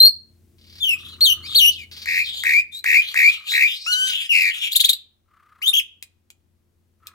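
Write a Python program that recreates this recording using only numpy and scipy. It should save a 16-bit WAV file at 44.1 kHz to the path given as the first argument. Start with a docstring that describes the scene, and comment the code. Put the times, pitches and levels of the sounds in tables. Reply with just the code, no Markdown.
"""In a small hard-walled room, a starling sings very close to a microphone with two ports.
Slurred whistles, trilled churrs, a nasal note, a falling buzz, harsh chatter and chirps are sine waves with
shaken pitch, overtones and hiss. Soft wheezy song between them is noise and a thin tone in a gliding
resonance; squeaks, dry creaks and bill clicks join in. Behind the bird a motor hums and something purrs
far off, made from low sines and banded noise. Room echoes and an overloading microphone shape the sound."""
import sys
import numpy as np
from scipy import signal
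from scipy.fft import rfft, irfft, next_fast_len
from scipy.io import wavfile
from scipy.ndimage import uniform_filter1d, map_coordinates

SR = 44100
rng = np.random.default_rng(int(sys.argv[2]) if len(sys.argv) > 2 else 0)


def wav_record(signal):
    """Record a signal, one row per channel, as 16-bit PCM in the file named by sys.argv[1]."""
    frames = np.transpose(np.atleast_2d(signal))
    bounded = np.clip(frames, -1, 1)
    # unit amplitude maps onto the largest positive 16-bit level
    quanta = np.round(bounded * 32767).astype(np.int16)
    wavfile.write(sys.argv[1], SR, quanta)


N = 314874
TOP_HZ = 16200  # no sound passes above this

# Colour of the turbulent air in the throat. Each row: frequency in Hz, relative level in dB per Hz.
HISS = [(300, -22.5), (1100, -20), (3900, -0.5), (5600, -7.5), (7200, -3), (9200, -4), (11200, -13),
        (13000, -8), (16000, -16)]


def amp(db):
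    """Turn decibels into a multiplier."""
    return 10 ** (np.asarray(db) / 20)


def unit(x):
    """Scale a sound to an rms of 1."""
    return x / np.sqrt(np.mean(x ** 2) + 1e-20)


def along(points, hz):
    """Read a value between (Hz, value) points, on a log frequency axis."""
    point_hz, value = np.transpose(points)
    return np.interp(np.log(hz + 1), np.log(point_hz + 1), value)


def course(rows, at):
    """Read each column after the first at the given places along the first."""
    place, *columns = np.transpose(rows)
    return [np.interp(at, place, column) for column in columns]


def gesture(rows):
    """The columns of a note, sample by sample from its first row to its last."""
    return course(rows, np.arange(rows[0][0], rows[-1][0], 1 / SR))


def add(track, s, x):
    """Mix x into the track at s seconds."""
    i = int(np.clip(s * SR, 0, N))
    track[i:i + len(x)] += x[:N - i]


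def wobble(rate, size):
    """A smooth random curve with this many random points a second."""
    points = rng.standard_normal(int(size * rate / SR) + 4)
    return map_coordinates(points, [np.arange(size) * rate / SR])


def filtered(x, response):
    """Multiply the spectrum of x by a response that depends on frequency."""
    n = x.shape[-1]
    padded = next_fast_len(n + 8192)  # spare room keeps the end from wrapping to the start
    return irfft(rfft(x, padded) * response(np.fft.rfftfreq(padded, 1 / SR)), padded)[..., :n]


def noise(spectrum, size):
    """Coloured noise with an rms of 1."""
    return unit(filtered(rng.standard_normal(size), lambda hz: amp(along(spectrum, hz))))


def phase_of(hz):
    """Add up a changing frequency into the angle of a sine."""
    return 2 * np.pi * np.cumsum(hz) / SR


def eased(x, edge=0.00081):
    """Soft start and stop, edge seconds each."""
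    i = np.arange(len(x))
    return x * np.clip(np.minimum(i, i[::-1]) / (edge * SR), 0, 1)


def swell(t, length, attack, release=0.011):
    """Attack, hold and release within the length of a note, all in seconds."""
    return np.clip(np.minimum(t / attack, (length - t) / release), 0, 1)


def syrinx(pitch, rasp, overtone_db, slope_db, hiss_db, jitter=.03, shimmer_db=3):
    """A vibrating membrane: rasp shakes its pitch, level and overtones and lets turbulent air through."""
    # What throat and open bill let through above the fundamental. Each row: frequency in Hz, gain in dB.
    throat = [(4500, 3), (5400, -8.5), (6500, -2), (9700, -2.5), (11200, 7.5), (12600, 3), (14000, -2),
              (15800, 2.5)]
    n = len(pitch)
    shake = wobble(1300, n) + .5 * wobble(220, n)
    phase = phase_of(pitch * (1 + jitter * rasp * shake))
    tone = np.sin(phase)
    for k in range(2, 6):
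        flicker_db = 2 * shimmer_db * rasp * wobble(170, n)
        level_db = overtone_db - slope_db * np.log2(k / 2)  # overtones weaken by slope_db per octave
        overtone = amp(level_db + along(throat, k * pitch) + flicker_db)
        tone += overtone * (k * pitch < TOP_HZ) * np.sin(k * phase)
    air = amp(hiss_db) * rasp * noise(HISS, n)
    shimmer = amp(shimmer_db * rasp * wobble(260, n))
    return eased((np.sqrt(2) * tone + air) * shimmer)


def pop(hz):
    """The syrinx opens with a short tick that falls in pitch."""
    pitch = hz * np.linspace(1, .55, SR // 200)
    return syrinx(pitch, 1.0, overtone_db=-20, slope_db=14, hiss_db=-6.5)


def held(rasp=.08, catch_s=.062, catch_rate=76, recover_s=.028, flick_hz=260):
    """A loud whistle lifts; later the voice catches and stutters, and pitch flicks up as the flow drops."""
    # One row: start in seconds, length in seconds, level in dB, first pitch in Hz, last pitch in Hz.
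    held_note = (0, 0.09, -6, 4060, 4280)
    s, length, db, first_hz, last_hz = held_note
    t = np.arange(int(length * SR)) / SR
    since = t - catch_s
    pulses = np.cos(np.pi * catch_rate * since) ** 8
    catches = pulses * (since > -.5 / catch_rate) * np.exp(-np.abs(since) / recover_s)
    flow = swell(t, length, .005) * (1 - catches)
    lift = (last_hz - first_hz) * np.sqrt(t / length)
    flick = flick_hz * (1 - flow) * (t > catch_s / 2)
    tone = syrinx(first_hz + lift + flick, rasp + catches, overtone_db=-18.5, slope_db=1.0, hiss_db=-24)
    out = np.zeros(N)
    add(out, s, amp(db + wobble(140, len(t))) * flow * tone)
    return out


def slurs(crest_rasp=.14, low_rasp=.62, tick_s=0.0042, waver=.021, fall_s=.023, sink_db=2.5, brighten=.81):
    """After a tick, pitch climbs to a crest and drops, rasping and wavering; louder slurs are brighter."""
    # Each row: start in seconds, length in seconds, level in dB, attack in seconds, time to the crest in
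    # seconds, then the first, crest, settled and last pitch in Hz.
    slur_rows = [(0.801, 0.15, -16.5, 0.038, .014, 3550, 3580, 3080, 2409),
                 (1.207, .13, -12, .009, .026, 3950, 4404, 2958, 2889),
                 (1.545, .162, -10, .014, .02, 2386, 4450, 2785, 3014)]
    out = np.zeros(N)
    for s, length, db, attack, crest_s, first_hz, crest_hz, settled_hz, last_hz in slur_rows:
        t = np.arange(int(length * SR)) / SR
        sunk = 1 - 1 / (1 + (np.maximum(t - crest_s, 0) / fall_s) ** 2.7)  # from 0 at the crest towards 1
        high = crest_hz + (first_hz - crest_hz) * np.maximum(1 - t / crest_s, 0) ** 2
        low = np.interp(t, [crest_s + 2 * fall_s, length], [settled_hz, last_hz])
        low = low * (1 + waver * wobble(80, len(t)))
        pitch = high + (low - high) * sunk
        rasp = crest_rasp + (low_rasp - crest_rasp) * sunk
        overtone_db = -7 + brighten * db + 3 * sunk  # brighten: dB of overtones per dB of level
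        tone = syrinx(pitch, rasp, overtone_db=overtone_db, slope_db=7.0, hiss_db=-24)
        add(out, s, amp(db - sink_db * sunk) * swell(t, length, attack) * tone)
        add(out, s, amp(db) * (tick_s / attack) ** 2 * pop(crest_hz))  # faster attack, harder tick
    return out


def churrs(trill_jitter=.05, depth_hz=380, lead=0.013, throb_db=4.0, fizz_db=-23):
    """The syrinx pops open, trills, then settles on a smoother rising tone; air fizzes with the trill."""
    # Each row: start in seconds, length in seconds, level in dB, trill swings a second, trilled share of
    # the length.
    churr_rows = [(2.07, 0.17, -17, 86, .76), (2.448, .163, -13.5, 74, .53), (2.854, 0.16, -12, 72, .66),
                  (3.154, .156, -10.5, 72, .51), (3.531, .15, -13, 70.5, .66)]
    # The course of every churr. Each row: share of its length, pitch in Hz, added level in dB.
    churr_shape = [(0, 2139, -7.5), (.13, 2221, -3.5), (.42, 2188, -3), (.7, 2319, 1.5), (.92, 2442, -2),
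                   (1, 2472, -7)]
    fizz_colour = [(2800, -24), (4200, 0), (11000, -12.5), (13500, 2), (16000, -10)]  # (Hz, dB per Hz)
    out = np.zeros(N)
    for s, length, db, rate, share in churr_rows:
        t = np.arange(int(length * SR)) / SR
        pitch, shape_db = course(churr_shape, t / length)
        trill = np.clip((share - t / length) / 0.27 + 0.67, .12, 1)
        turn = phase_of(rate * (1 + trill_jitter * wobble(60, len(t)))) + .9
        swing = np.cos(turn)
        rasp = 0.29 + 0.28 * trill
        tone = syrinx(pitch + depth_hz * trill * swing, rasp, overtone_db=-25, slope_db=10, hiss_db=-15.5)
        fizz = amp(fizz_db) * trill * noise(fizz_colour, len(t)) * (1 + .5 * swing)
        throb = -throb_db * trill * (np.sin(turn) + .5)  # loudest on each rising stroke
        add(out, s, amp(db + shape_db + throb) * (tone + fizz))
        add(out, s - lead, amp(db - 12.5) * pop(hz=2594))
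    return out


def nasal(hiss_db=-15):
    """A low, nearly steady note, rich in harmonics, with air rasping through it."""
    # Each row: time in seconds, pitch in Hz, level in dB.
    nasal_rows = [(3.863, 1260, -28), (3.878, 1417, -24), (3.92, 1494, -24), (4.085, 1541, -22),
                  (4.115, 1474, -33)]
    # Level in dB of each harmonic, from the fundamental up.
    harmonics_db = [-2.5, 4, -14, -9.5, -14, -21, -14]
    pitch, db = gesture(nasal_rows)
    n = len(db)
    phase = phase_of(pitch * (1 + 0.00194 * wobble(400.6, n)))
    tone = np.zeros(n)
    for k, level in enumerate(harmonics_db, 1):
        tone += amp(level + 1.2 * wobble(22.7, n)) * np.sin(k * phase)
    air = amp(hiss_db) * noise(HISS, n)
    out = np.zeros(N)
    add(out, nasal_rows[0][0], eased(amp(db) * (tone + air)))
    return out


def buzz(rate=88, depth_hz=310, throb_db=5):
    """A fast trill on a falling pitch, loudest at the top of each swing."""
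    # Each row: time in seconds, pitch in Hz, level in dB, trill depth from 0 to 1.
    buzz_rows = [(4.293, 2915, -21.5, 0.1), (4.318, 2708, -13, .4), (4.345, 2428, -15.5, 1),
                 (4.495, 2084, -18.5, 1), (4.513, 2040, -30.5, .8)]
    pitch, db, depth = gesture(buzz_rows)
    swing = depth * np.cos(2 * np.pi * rate * np.arange(len(db)) / SR - 2.0)
    tone = syrinx(pitch + depth_hz * swing, 0.58 * depth, overtone_db=-19.0, slope_db=11.0, hiss_db=-15.0)
    out = np.zeros(N)
    add(out, buzz_rows[0][0], amp(db + throb_db * swing) * tone)
    return out


def chatter():
    """Hard chips: a faint rising lead-in snaps into a loud tone that grows rougher and noisier."""
    # Each row: start in seconds, length in seconds, level in dB, reference pitch near the top in Hz.
    chatter_rows = [(4.711, .026, -21, 3900), (4.75, .023, -13, 3850), (4.796, .023, -13, 3950),
                    (4.839, .023, -10.5, 3950), (4.885, .023, -11, 3950), (4.929, .009, -15.5, 4150)]
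    # The course of every chip. Each row: share of its length, share of the reference pitch, added level in dB.
    chip_shape = [(0, 0.59, -13), (.26, .9, -8), (.38, .96, 2), (1, 1.02, -6.5)]
    out = np.zeros(N)
    for s, length, db, top_hz in chatter_rows:
        u = np.linspace(0, 1, int(length * SR))
        pitch, shape_db = course(chip_shape, u)
        chip = syrinx(top_hz * pitch, .5 + .5 * u, overtone_db=-12, slope_db=8.5, hiss_db=-12, jitter=.08)
        add(out, s, amp(db + shape_db) * chip)
    return out


def chirps(rasp=0.49):
    """Bright, rasping chirps from the syrinx: an arch of pitch, then a quick warble."""
    # One list for each chirp. Each row: time in seconds, pitch in Hz, level in dB.
    chirp_lists = [
        [(5.617, 1900, -35.5), (5.63, 2900, -22.5), (5.66, 3150, -24), (5.68, 3729, -10.5),
         (5.712, 3560, -24.5)],
        [(5.73, 2550, -24), (5.742, 3270, -13), (5.747, 2900, -17), (5.755, 3290, -14), (5.764, 2700, -20),
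         (5.771, 3350, -13.5), (5.789, 3180, -14), (5.802, 2450, -22)],
    ]
    out = np.zeros(N)
    for note in chirp_lists:
        pitch, db = gesture(note)
        tone = syrinx(pitch, rasp, overtone_db=-14.5, slope_db=7.5, hiss_db=-17.5)
        add(out, note[0][0], amp(db) * tone)
    return out


def squeaks():
    """Soft hoarse slurs: a rough membrane tone glides in pitch as it swells and fades."""
    # Each row: start in seconds, length in seconds, level in dB, first pitch in Hz, last pitch in Hz.
    squeak_rows = [(1.423, .06, -38.5, 4020, 5374), (1.431, .055, -41.5, 2000, 2760),
                   (1.764, .09, -38, 2685, 2130), (2.714, 0.1, -33, 3523, 4154),
                   (3.481, 0.11, -25, 3900, 4000), (3.913, .04, -22, 4500, 3750)]
    out = np.zeros(N)
    for s, length, db, first_hz, last_hz in squeak_rows:
        pitch = np.linspace(first_hz, last_hz, int(length * SR))
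        tone = syrinx(pitch, .7, overtone_db=-17.5, slope_db=11, hiss_db=-11.5)
        add(out, s, amp(db) * np.hanning(len(pitch)) ** .5 * tone)
    return out


def wheeze(width=0.17, hiss_db=-18.0, flutter_db=2.5, thread=0.73, wander=0.086, rise=600, release=330):
    """Soft song: rasping air in one gliding throat resonance, with a thin tone wandering through it."""
    # Each row: start in seconds, length in seconds, level in dB, first resonance in Hz, last resonance in Hz.
    wheeze_rows = [(0.979, .16, -43, 2996, 3673), (1.485, .06, -31.5, 3682, 3285),
                   (1.718, .06, -39, 3897, 3498), (2.08, .19, -36, 4500, 4300),
                   (2.269, .15, -30, 3591, 3430), (3.029, .07, -30.5, 3200, 3404),
                   (3.29, .07, -30, 3696, 3200), (3.477, .05, -26.5, 2998, 3700),
                   (3.689, .05, -26.5, 2997, 3090), (3.76, .11, -38, 4680, 4600),
                   (4.079, .145, -24.5, 3196, 2924), (4.52, .08, -29, 2951, 3084),
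                   (4.624, .045, -23.5, 2945, 2994)]
    hz, t, z = signal.stft(rng.standard_normal(N), SR, nperseg=256)
    s, length, db, first_hz, last_hz = np.transpose(wheeze_rows)[..., None]
    # rise and release are in dB a second, before the start and after the end
    flow = amp(db - rise * np.maximum(s - t, 0) - release * np.maximum(t - s - length, 0))
    glide = first_hz + (last_hz - first_hz) * np.clip((t - s) / length, 0, 1)
    centre = np.average(glide, axis=0, weights=flow + 1e-12)  # the strongest wheeze steers the throat
    resonance = 1 / (1 + (np.log((hz[:, None] + 1) / centre) / width) ** 4)
    # random patches in time and frequency make the rasp uneven
    smear = np.outer(np.hanning(7), np.hanning(48))
    patches = unit(signal.fftconvolve(rng.standard_normal(z.shape), smear, "same"))
    gain = (resonance + amp(hiss_db + along(HISS, hz))[:, None]) * amp(5 * patches)
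    rasp = unit(signal.istft(z * gain / np.linalg.norm(gain, axis=0), nperseg=256)[1])
    times = np.arange(N) / SR
    level = np.interp(times, t, np.linalg.norm(flow, axis=0))
    pitch = np.interp(times, t, centre) * (1 + wander * wobble(55, N))
    tone = np.sin(phase_of(pitch))
    return level * amp(flutter_db * wobble(90, N)) * unit(rasp[:N] + thread * tone)


def creaks(fade_db=11):
    """Trains of dry puffs in a high throat resonance, each starting sharply and fading."""
    # Each row: start in seconds, length in seconds, first level in dB, last level in dB, puffs a second.
    creak_rows = [(.583, .22, -57, -40, 35), (1.913, .14, -37.5, -34, 19)]
    # Colour of the puffs. Each row: frequency in Hz, relative level in dB per Hz.
    creak_colour = [(900, -23), (4700, 1), (6500, -17.5), (16000, -21.5)]
    out = np.zeros(N)
    for s, length, first_db, last_db, rate in creak_rows:
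        n = int(length * SR)
        within_puff = rate * np.arange(n) / SR % 1
        puffs_db = np.linspace(first_db, last_db, n) - fade_db * within_puff
        add(out, s, eased(amp(puffs_db) * noise(creak_colour, n)))
    return out


def bill(t60=.012, ring_db=-15, ring_hz=2450, ring_t60=0.061):
    """The bill snaps shut and rings very briefly: a fading noise burst and a fading sine."""
    # Each row: time in seconds, level in dB.
    bill_rows = [(6.026, -25), (6.303, -35), (7.07, -26.5)]
    out, t = np.zeros(N), np.arange(SR // 10) / SR
    for s, db in bill_rows:
        snap = amp(-60 * t / t60) * noise(HISS, len(t))
        ring = amp(ring_db - 60 * t / ring_t60) * np.sin(2 * np.pi * ring_hz * t)
        add(out, s, amp(db) * (snap + ring))
    return out


def purring(rate=33, pulse_db=5):
    """A far, pulsing call: noise in one narrow resonance, growing louder through each call."""
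    # Each row: start in seconds, end in seconds, level in dB before the pulses and the growth.
    purr_rows = [(0.843, 1.618, -54.5), (3.05, 3.526, -54.5), (5.253, 5.781, -54.5), (6.995, 7.16, -48)]
    out = np.zeros(N)
    for start, end, db in purr_rows:
        n = int((end - start) * SR)
        pulse = np.sin(phase_of(rate * (1 + 0.12 * wobble(10, n))))
        pulses = amp(pulse_db * pulse + np.linspace(-8, -1, n))
        band = noise([(850, -32), (1240, -2), (1500, -16), (6000, -42)], n)
        add(out, start, amp(db) * eased(pulses * band, edge=0.099))
    return out


def background(floor_db=-73):
    """A distant motor: wavering sines and a low rumble, over the faint hiss of still air."""
    # Course of the motor. Each row: time in seconds, level in dB.
    hum_course = [(0, -62), (1.4, -50), (3.0, -66.5), (4.0, -76), (7.14, -66.5)]
    # Tones of the motor. Each row: middle frequency in Hz, relative level in dB.
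    hum_lines = [(86, 2.5), (220, -9), (345, -12)]
    # Colour of still air. Each row: frequency in Hz, relative level in dB per Hz.
    air_colour = [(50, -4), (16000, -39)]
    db, = course(hum_course, np.arange(N) / SR)
    speed = 1 + 0.013 * wobble(3.7, N)
    lines = np.zeros(N)
    for hz, level in hum_lines:
        lines += amp(level + 1.2 * wobble(15, N)) * np.sin(phase_of(hz * speed))
    rumble_colour = [(25, -22), (70, -3), (370, -16.5), (900, -37)]  # (Hz, dB per Hz)
    rumble = np.array([noise(rumble_colour, N) for port in range(2)])
    shared_rumble = .5 * (rumble + rumble.mean(axis=0))  # partly alike at both ports
    air = np.array([noise(air_colour, N), noise(air_colour, N)])
    return amp(db) * (lines + shared_rumble) + amp(floor_db) * air


def ports(x):
    """The bird is nearer the left port: it arrives there earlier and louder, by amounts that vary with pitch."""
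    # Each row: frequency in Hz, left minus right level in dB, head start of the left in seconds.
    port_rows = [(1480, 5, 0.00021), (2170, 3, 0.000088), (3220, 6.5, 0.0002), (4240, 2, 0.00018),
                 (8367, 1.5, 0.00017), (11200, 4, 0.00015)]

    def response(hz):
        """Gain and time shift of the left and right port."""
        db, lead = course(port_rows, hz)
        gains = np.array([amp(db), np.ones_like(hz)]) / np.sqrt((1 + amp(db) ** 2) / 2)
        return gains * np.exp(1j * np.pi * hz * lead * np.array([[1], [-1]]))
    return filtered(x, response)


def room(x, early_db=16, early_t60=0.062):
    """Things close by answer strongly and briefly, the walls with a weaker tail, different at each port."""
    # Each row: frequency in Hz, time in seconds for the wall echoes to fall by 60 dB.
    echo_times = [(3000, 0.37), (12000, 0.17)]
    hz, t, z = signal.stft(rng.standard_normal((2, SR // 2)), SR, nperseg=256)
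    walls = amp(-60 * t / along(echo_times, hz)[:, None])
    nearby = amp(early_db - 60 * t / early_t60)
    tail = signal.istft(z * (walls + nearby), SR, nperseg=256)[1]
    delayed = np.pad(x, (SR // 300, 0))[None]  # the echoes start 1/300 s late
    return signal.fftconvolve(delayed, tail / np.linalg.norm(tail[0]), axes=1)[:, :N]


def scene():
    """The wheeze gives way while the air drives a loud note; bird, echoes and background are mixed."""
    notes = held() + slurs() + churrs() + nasal() + buzz() + chatter() + chirps()
    effort = uniform_filter1d(np.abs(notes), SR // 100)
    bird = notes + squeaks() + wheeze() / (1 + effort / .5) + creaks() + bill()
    distant = (background() + purring()) * amp([[1.5], [-1.5]])  # stronger at the left port
    return ports(bird) + amp(-5.5) * room(bird) + distant


def record(dry, thud_db=-4.5, shrill_hz=3800):
    """Loud, shrill notes overload the microphone and thud in the bass; the highest peaks are softly rounded
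    off."""
    shrill = filtered(dry, lambda hz: 1 - 1 / (1 + (hz / shrill_hz) ** 4))
    # squaring gives a low push that follows the loudness of the shrill part
    thud = filtered(shrill ** 2, lambda hz: hz / (hz + 100) / (1 + (hz / 280) ** 2))
    driven = dry + amp(thud_db) * thud
    rounded = driven / (1 + np.abs(driven / .97) ** 10) ** (1 / 10)
    return filtered(rounded, lambda hz: hz < TOP_HZ)


dry = scene()
out = record(dry)
wav_record(out)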